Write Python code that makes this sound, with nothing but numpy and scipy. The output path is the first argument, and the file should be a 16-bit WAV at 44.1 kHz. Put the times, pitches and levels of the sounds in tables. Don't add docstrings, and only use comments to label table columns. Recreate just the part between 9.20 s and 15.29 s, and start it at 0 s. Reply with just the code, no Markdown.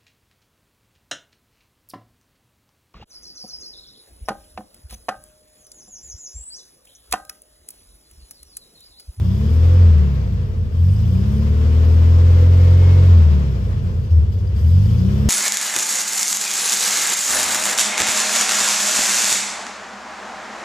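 import sys
import numpy as np
from scipy import signal
from scipy.fft import rfft, irfft, next_fast_len
from scipy.io import wavfile
from scipy.ndimage import uniform_filter1d

SR = 44100
rng = np.random.default_rng(int(sys.argv[2]) if len(sys.argv) > 2 else 0)


def master_out(mix):
    frames = np.transpose(np.atleast_2d(mix))
    ceiling = np.clip(frames, -1, 1)
    pcm = np.round(ceiling * 32767).astype(np.int16)
    wavfile.write(sys.argv[1], SR, pcm)


N = 268524
TIME_S = np.arange(N) / SR

# time_s, firing_hz
CRANK_SPEED = [(0.0, 56.1), (0.19, 68.7), (0.3, 77.8), (0.47, 85.8), (0.57, 89.4), (0.8, 74.4), (0.9, 69.6),
               (1.29, 51.1), (1.51, 42.3), (1.59, 41.8), (1.81, 54.1), (2.0, 64.4), (2.2, 72.6),
               (2.42, 77.6), (2.61, 80.5), (2.97, 85.0), (3.24, 87.1), (3.85, 90.6), (3.97, 82.7),
               (4.31, 65.7), (4.87, 42.2), (5.11, 32.6), (5.29, 31.8), (5.32, 32.6), (5.61, 49.3),
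               (5.73, 56.4), (5.9, 65.8), (6.09, 72.7)]
# pressed_s, released_s, bark_db
PEDAL_PRESSES = [(-0.067, 0.565, -1), (1.48, 3.878, -1), (5.335, 6.5, 1)]
# throttle_open_db, throttle_shut_db
EXHAUST_ORDERS = [(-8.5, -0.5), (7, 7), (-14, -12), (2.5, 2), (-13, -25.5), (-3.5, -10.5), (-16, -8.5),
                  (0.5, -9.5), (-20, -24.5), (-14.5, -8), (-16.5, -35), (-1, -13), (-20, -32.5),
                  (-17.5, -15.5), (-15.5, -24), (-8, -25), (-25.5, -25.5), (-17.5, -16.5), (-16.5, -19),
                  (-20, -24.5), (-18, -26.5), (-33.5, -24), (-11.5, -22.5), (-26, -26), (-19, -21.5)]
# firing_hz, order8_open_db, order8_shut_db, order4_shut_db
PIPE_RESONANCE = [(32, 13.5, 10.5, 2), (40, 2.5, 18, -0.5), (46.3, 4, -14.5, -4), (54.4, 3, 9, -3),
                  (56.3, 5.5, -0.5, 1), (61.2, 2, -0.5, 1), (70.6, -5, 7.5, 1.5), (73.4, -1.5, 6, 4),
                  (80, -11.5, 0.5, 2.5), (90.5, -15, -9.5, 2.5)]
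# time_s, dip_db
WEAK_FIRINGS = [(1.27, -10), (1.34, -6), (1.51, -7), (4.6, -5), (4.885, -9), (5.12, -6), (5.19, -4),
                (5.28, -5), (5.39, -12)]
# pitch_hz, width_hz, left_db, right_db
CABIN_MODES = [(49.7, 3.4, -9, 9.5), (81.2, 8.3, 15, 3), (88, 14.8, 17.5, 18), (137.3, 6, 9, 12.5),
               (182.9, 15.9, 14.5, 7.5), (211.5, 8.7, 10, 9), (234.7, 4.7, -5.5, -7), (379.5, 12, -15.5, 3),
               (437, 31.3, 4.5, -2), (502, 22.2, -4.5, 6.5)]
# centre_hz, width_hz, depth_ratio
CABIN_NOTCHES = [(171.2, 6.8, 0.47), (281, 77, 0.55)]
# freq_hz, density_db
FAN_SPECTRUM = [(350, -30), (600, 0.5), (669, 2), (737, -9), (988, -4), (1980, -12.5), (2160, -15),
                (2300, -13.5), (2800, -15.5), (5240, -22.5), (8000, -30), (10400, -57.5), (17600, -120)]
# freq_hz, density_db
CLATTER_SPECTRUM = [(2200, -8.5), (3000, 0.5), (3400, 2.5), (4000, -8), (4800, 0.5), (5500, -1),
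                    (6500, -7.5)]
# pitch_hz, level_db, t60_s
COVER_MODES = [(3013, 1.5, 0.076), (3363, 6, 0.024), (4700, -4.5, 0.065), (5040, 5, 0.023),
               (5470, -10, 0.033)]
# peak_s, level_db
VALVE_TAPS = [(4.6707, -67), (4.8408, -54), (4.9107, -50), (5.1237, -49), (5.1885, -51), (5.2743, -62),
              (5.366, -62), (5.5173, -62), (5.7024, -56), (5.849, -65)]
# start_s, level_db, pitch_hz
TAPPET_HITS = [(1.5888, -52, 4580), (1.6851, -48, 4870), (1.7414, -46, 2950), (1.7604, -47, 4930),
               (1.8317, -52, 4850), (1.8344, -49, 2920), (1.9041, -51, 4620), (1.9505, -44, 2430),
               (2.0253, -50, 4900), (5.2744, -49, 4790), (5.3627, -48, 4640), (5.3916, -50, 4800),
               (5.4444, -47, 2980), (5.47, -44.5, 4860), (5.4929, -46, 3880), (5.5573, -52, 4830),
               (5.6244, -48, 4700), (5.6544, -46, 4750), (5.688, -45, 3070), (5.7024, -41, 4700),
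               (5.7409, -43, 2550), (5.7808, -40, 4850), (5.8865, -44, 3020)]
# freq_hz, density_db
INTAKE_SPECTRUM = [(5500, -17), (7000, -7.5), (9000, 0.5), (11000, -7), (13000, -3.5), (15000, -8)]
# freq_hz, density_db
RUMBLE_SPECTRUM = [(15, 4), (30, 2.5), (60, -11), (100, 2.5), (200, -4), (280, 6.5), (400, 0), (800, -7)]
# freq_hz, coherence_ratio
PORT_COHERENCE = [(600, 0.51), (1200, 0.61), (2500, 0), (5000, 0.3), (8000, 0.7)]
# freq_hz, left_lead_rad
PORT_PHASE = [(430, 6.25), (780, 1.9), (1550, 2.78), (3100, 7.9), (4900, 7.6)]
# freq_hz, left_minus_right_db
PORT_BALANCE = [(60, 7.5), (180, 3.5), (550, 1), (1650, 3.5), (4970, 8), (15000, -4.5)]

FULL_FIRING_HZ, FULL_PULL_HZ_PER_S = 90, 60
PEDAL_RISE_S, PEDAL_RELEASE_S = 0.064, 0.02


def crank():
    throttle = np.zeros(N)
    for pressed_s, released_s, _ in PEDAL_PRESSES:
        opening = 1 - np.exp(-np.maximum(TIME_S - pressed_s, 0) / PEDAL_RISE_S)
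        throttle += opening * np.clip((released_s - TIME_S) / PEDAL_RELEASE_S + 0.5, 0, 1)
    firing_hz = uniform_filter1d(np.interp(TIME_S, *np.transpose(CRANK_SPEED)), size=2000, mode="nearest")
    pull = np.maximum(np.gradient(firing_hz) * SR / FULL_PULL_HZ_PER_S, 0)
    return firing_hz, throttle, uniform_filter1d(pull, size=8000)


def exhaust(cycles, throttle, firing_hz, pull, spread_turns=0.088, skew_turns=-0.33):
    shut, idle, bark = 1 - throttle, near_idle(throttle, firing_hz), bark_db()
    pipe_hz, *pipe_db = np.transpose(PIPE_RESONANCE)
    open8_db, shut8_db, shut4_db = (np.interp(firing_hz, pipe_hz, column) for column in pipe_db)
    boost_db = {4: shut * shut4_db,
                8: throttle * open8_db + shut * shut8_db,
                12: 12 * shut * np.clip((40 - firing_hz) / 8, 0, 1)}
    pulses = np.zeros(N)
    for order, (open_db, shut_db) in enumerate(EXHAUST_ORDERS, 1):
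        unevenness = order * (0.0005 * order * throttle + 0.008 * shut + 0.012 * idle)
        waver = 1 + unevenness * (wander(hz=12) + 1j * wander(hz=12))
        phase_turns = order * cycles + spread_turns * order ** 2 + skew_turns
        order_db = throttle * open_db + shut * shut_db + boost_db.get(order, 0) + (order >= 8) * bark
        pulses += gain_of(order_db) * (waver * np.exp(2j * np.pi * phase_turns)).real
    return gain_of(-26 + 4.5 * np.log10(firing_hz / FULL_FIRING_HZ) - pull) * pulses


def bark_db():
    return sum(db * np.clip((TIME_S - pressed_s) / PEDAL_RISE_S, 0, 1) * (TIME_S < released_s)
               for pressed_s, released_s, db in PEDAL_PRESSES)


def near_idle(throttle, firing_hz, edge_hz=52):
    return (1 - throttle) / (1 + (firing_hz / edge_hz) ** 16)


def chug(cycles, throttle, firing_hz, thump_s=0.0017, uneven_db=2.5):
    firing = np.floor(4 * cycles).astype(int)
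    strength = gain_of(-34 + uneven_db * rng.standard_normal(600))[firing]
    age = (4 * cycles - firing) / firing_hz / thump_s
    thump = age ** 2 * (3 - age) * np.exp(1 - age)
    return near_idle(throttle, firing_hz) * strength * thump


def misfire_gain(width_s=0.013):
    return gain_of(sum(db * np.exp(-((TIME_S - at_s) / width_s) ** 2) for at_s, db in WEAK_FIRINGS))


def cabin(shaking, low_hz=48, high_hz=830):
    size = next_fast_len(N + SR)
    hz = np.fft.rfftfreq(size, 1 / SR) + 1e-3
    power = sum(gain_of([[left_db], [right_db]]) ** 2 / (1 + ((hz - mode_hz ** 2 / hz) / width_hz) ** 2)
                for mode_hz, width_hz, left_db, right_db in CABIN_MODES)
    power /= (1 + (low_hz / hz) ** 6) * (1 + (hz / high_hz) ** 8)
    for notch_hz, width_hz, depth in CABIN_NOTCHES:
        power *= (1 - depth / (1 + (2 * (hz - notch_hz) / width_hz) ** 2)) ** 2
    log_gain = np.log(power + 1e-9) / 2
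    minimum_phase_rad = -signal.hilbert(np.c_[log_gain, log_gain[:, -2:0:-1]]).imag[:, :len(hz)]
    return irfft(rfft(shaking, size) * np.exp(log_gain + 1j * minimum_phase_rad), size)[:, :N]


def fan(cycles, throttle, firing_hz, roar_db, blade_order=96.9, shroud_hz=2175, width_hz=30):
    roar = port_noise(FAN_SPECTRUM, patchy_db=0.54)
    blade_hz = blade_order * firing_hz / 4
    shroud = 0.26 + 1 / np.sqrt(1 + (2 * (blade_hz - shroud_hz) / width_hz) ** 2)
    held = lagged(firing_hz > 70, lag_s=0.6)
    drift_turns = np.cumsum(10 * wander(hz=61.3)) / SR
    whine = np.cos(2 * np.pi * (blade_order * cycles + drift_turns))
    whine *= gain_of(-10.5 + 1.9 * wander(hz=8.3)) * shroud * held * (0.23 + 0.93 * throttle)
    return gain_of(roar_db + 1.1 * wander(hz=41.73)) * (roar + whine * gain_of([[2.5], [-2.5]]))


def valves(cycles, taps, hiss_db):
    cylinder_db = np.array([-3.5, -8.0, -7.0, -6.5])[(4 * cycles).astype(int) % 4]
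    blows = 1 + 0.67 * gain_of(cylinder_db + 1.4 * wander(hz=30.7)) * np.exp(-(4 * cycles % 1) / 0.47)
    clatter = port_noise(CLATTER_SPECTRUM, patchy_db=2.5)
    rings = rocker_covers(cycles)
    running = (clatter * blows + rings) * gain_of(-58 + 1.1 * (hiss_db + 63))
    return running + taps * (0.31 * clatter + 0.45 * rings)


def rocker_covers(cycles, rise_s=0.0022):
    closings = np.diff(np.floor(8 * cycles), prepend=0)
    age_s, rings = np.arange(4000) / SR, np.zeros(N)
    for pitch_hz, db, t60_s in COVER_MODES:
        envelope = gain_of(db - 60 * age_s / t60_s) * np.minimum(age_s / rise_s, 1)
        blows = closings * gain_of(3.1 * wander(hz=145))
        rings += signal.oaconvolve(blows, envelope * np.sin(2 * np.pi * pitch_hz * age_s))[:N]
    return evened(rings) * gain_of([[-3], [-9]])


def tap_envelope(rise_s=0.005, decay_s=0.018):
    envelope = np.zeros(N)
    for peak_s, db in VALVE_TAPS:
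        age_s = TIME_S - peak_s
        envelope += gain_of(db) * np.clip(age_s / rise_s + 1, 0, 1) * np.exp(-np.maximum(age_s, 0) / decay_s)
    return envelope


def tappets(rise_s=0.003, t60_s=0.055):
    age_s, rings = np.arange(4000) / SR, np.zeros(N + 4000)
    for start_s, db, pitch_hz in TAPPET_HITS:
        waver = 1 + 0.55 * evened(uniform_filter1d(rng.standard_normal(len(age_s)), size=60))
        envelope = gain_of(db - 60 * age_s / t60_s) * np.minimum(age_s / rise_s, 1) * waver
        rings[round(start_s * SR):][:len(age_s)] += envelope * np.sin(2 * np.pi * pitch_hz * age_s)
    return rings[:N] * gain_of([[2.5], [-2.5]])


def intake(cycles, throttle, taps, hiss_db):
    gulp_db = 0.8 * np.cos(2 * np.pi * cycles) + 0.57 * np.cos(8 * np.pi * cycles) + 0.49 * wander(hz=25.3)
    air = port_noise(INTAKE_SPECTRUM, patchy_db=2.5, coherence=0.94, left_delay_s=0.00015)
    return air * (gain_of(hiss_db + throttle) * evened(gain_of(gulp_db)) + 0.1 * taps)


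def rumble(firing_hz, split_hz=290):
    white, hz = rng.standard_normal((3, N)), np.fft.rfftfreq(N, 1 / SR)
    spectrum = rfft(white[0] + 0.43 * white[1:]) * gain_of(curve_at(RUMBLE_SPECTRUM, hz) - 22)
    low = irfft(spectrum / (1 + (hz / split_hz) ** 6), N)
    high = irfft(spectrum, N) - low
    speed = firing_hz / FULL_FIRING_HZ
    low *= gain_of(1.2 * wander(hz=11)) * (0.95 + 0.15 * speed ** 2)
    high *= gain_of(0.8 * wander(hz=14)) * (0.75 + 1.64 * speed ** 4)
    return low + high


def port_noise(spectrum, patchy_db, coherence=None, left_delay_s=None):
    hz = np.fft.rfftfreq(1024, 1 / SR)[:, None]
    left_re, left_im, other_re, other_im, patches = rng.standard_normal((N // 256 + 5, len(hz), 5)).T
    patches = evened(uniform_filter1d(uniform_filter1d(patches, size=10, axis=0), size=10, axis=1))
    if coherence is None:
        coherence = curve_at(PORT_COHERENCE, hz)
    left = left_re + 1j * left_im
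    right = coherence * left + np.sqrt(1 - coherence ** 2) * (other_re + 1j * other_im)
    lead_rad = curve_at(PORT_PHASE, hz) if left_delay_s is None else -2 * np.pi * hz * left_delay_s
    tilt = gain_of(curve_at(PORT_BALANCE, hz) / 2) * np.exp(0.5j * lead_rad)
    outside_octaves = np.abs(np.log2((hz + 1) / np.clip(hz + 1, spectrum[0][0], spectrum[-1][0])))
    colour = gain_of(curve_at(spectrum, hz) - 40 * outside_octaves + patchy_db * patches)
    frames = np.array([left * tilt, right / tilt]) * colour
    pair = signal.istft(frames, nperseg=1024, noverlap=768)[1][:, :N]
    return pair / np.sqrt(np.mean(pair.mean(0) ** 2))


def airflow_db(firing_hz, pull, full_db, db_per_decade, pull_db, idle_db):
    turning = gain_of(full_db + db_per_decade * np.log10(firing_hz / FULL_FIRING_HZ))
    return 10 * np.log10(turning ** 2 + pull * gain_of(pull_db) ** 2 + gain_of(idle_db) ** 2)


def wander(hz):
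    knots = rng.standard_normal(int(N / SR * 200) + 3)
    return np.interp(TIME_S * hz, np.arange(len(knots)), knots)


def lagged(x, lag_s):
    pole = np.exp(-1 / (lag_s * SR))
    return signal.lfilter([1 - pole], [1, -pole], x)


def curve_at(points, hz):
    knots_hz, values = np.transpose(points)
    return np.interp(np.log(hz + 1), np.log(knots_hz + 1), values)


def gain_of(db):
    return 10 ** (np.asarray(db) / 20)


def evened(x):
    return x / np.sqrt(np.mean(x ** 2) + 1e-20)


def scene(creep_db_per_s=0.55):
    firing_hz, throttle, pull = crank()
    cycles, taps = np.cumsum(firing_hz) / SR / 4, tap_envelope()
    trailing_hz = firing_hz[0] + lagged(firing_hz - firing_hz[0], lag_s=0.042)
    roar_db = airflow_db(trailing_hz, pull, full_db=-40.5, db_per_decade=57, pull_db=-54, idle_db=-54.5)
    hiss_db = airflow_db(firing_hz, pull * throttle,
                         full_db=-62, db_per_decade=36, pull_db=-61, idle_db=-69.5)
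    creep = gain_of(creep_db_per_s * (TIME_S - N / SR / 2))
    firings = exhaust(cycles, throttle, firing_hz, pull) + chug(cycles, throttle, firing_hz)
    boom = cabin(firings * misfire_gain() + creep * rumble(trailing_hz))
    rings = tappets()
    roar = fan(cycles, throttle, firing_hz, roar_db)
    clatter = valves(cycles, taps, hiss_db)
    hiss = intake(cycles, throttle, taps, hiss_db)
    return boom + rings + creep * (roar + clatter + hiss)


def record(dry, edge_hz=15620):
    lowpass = signal.firwin(1023, edge_hz, window=("kaiser", 9), fs=SR)
    return signal.oaconvolve(dry, lowpass[None], "same")


dry = scene()
out = record(dry)
master_out(out)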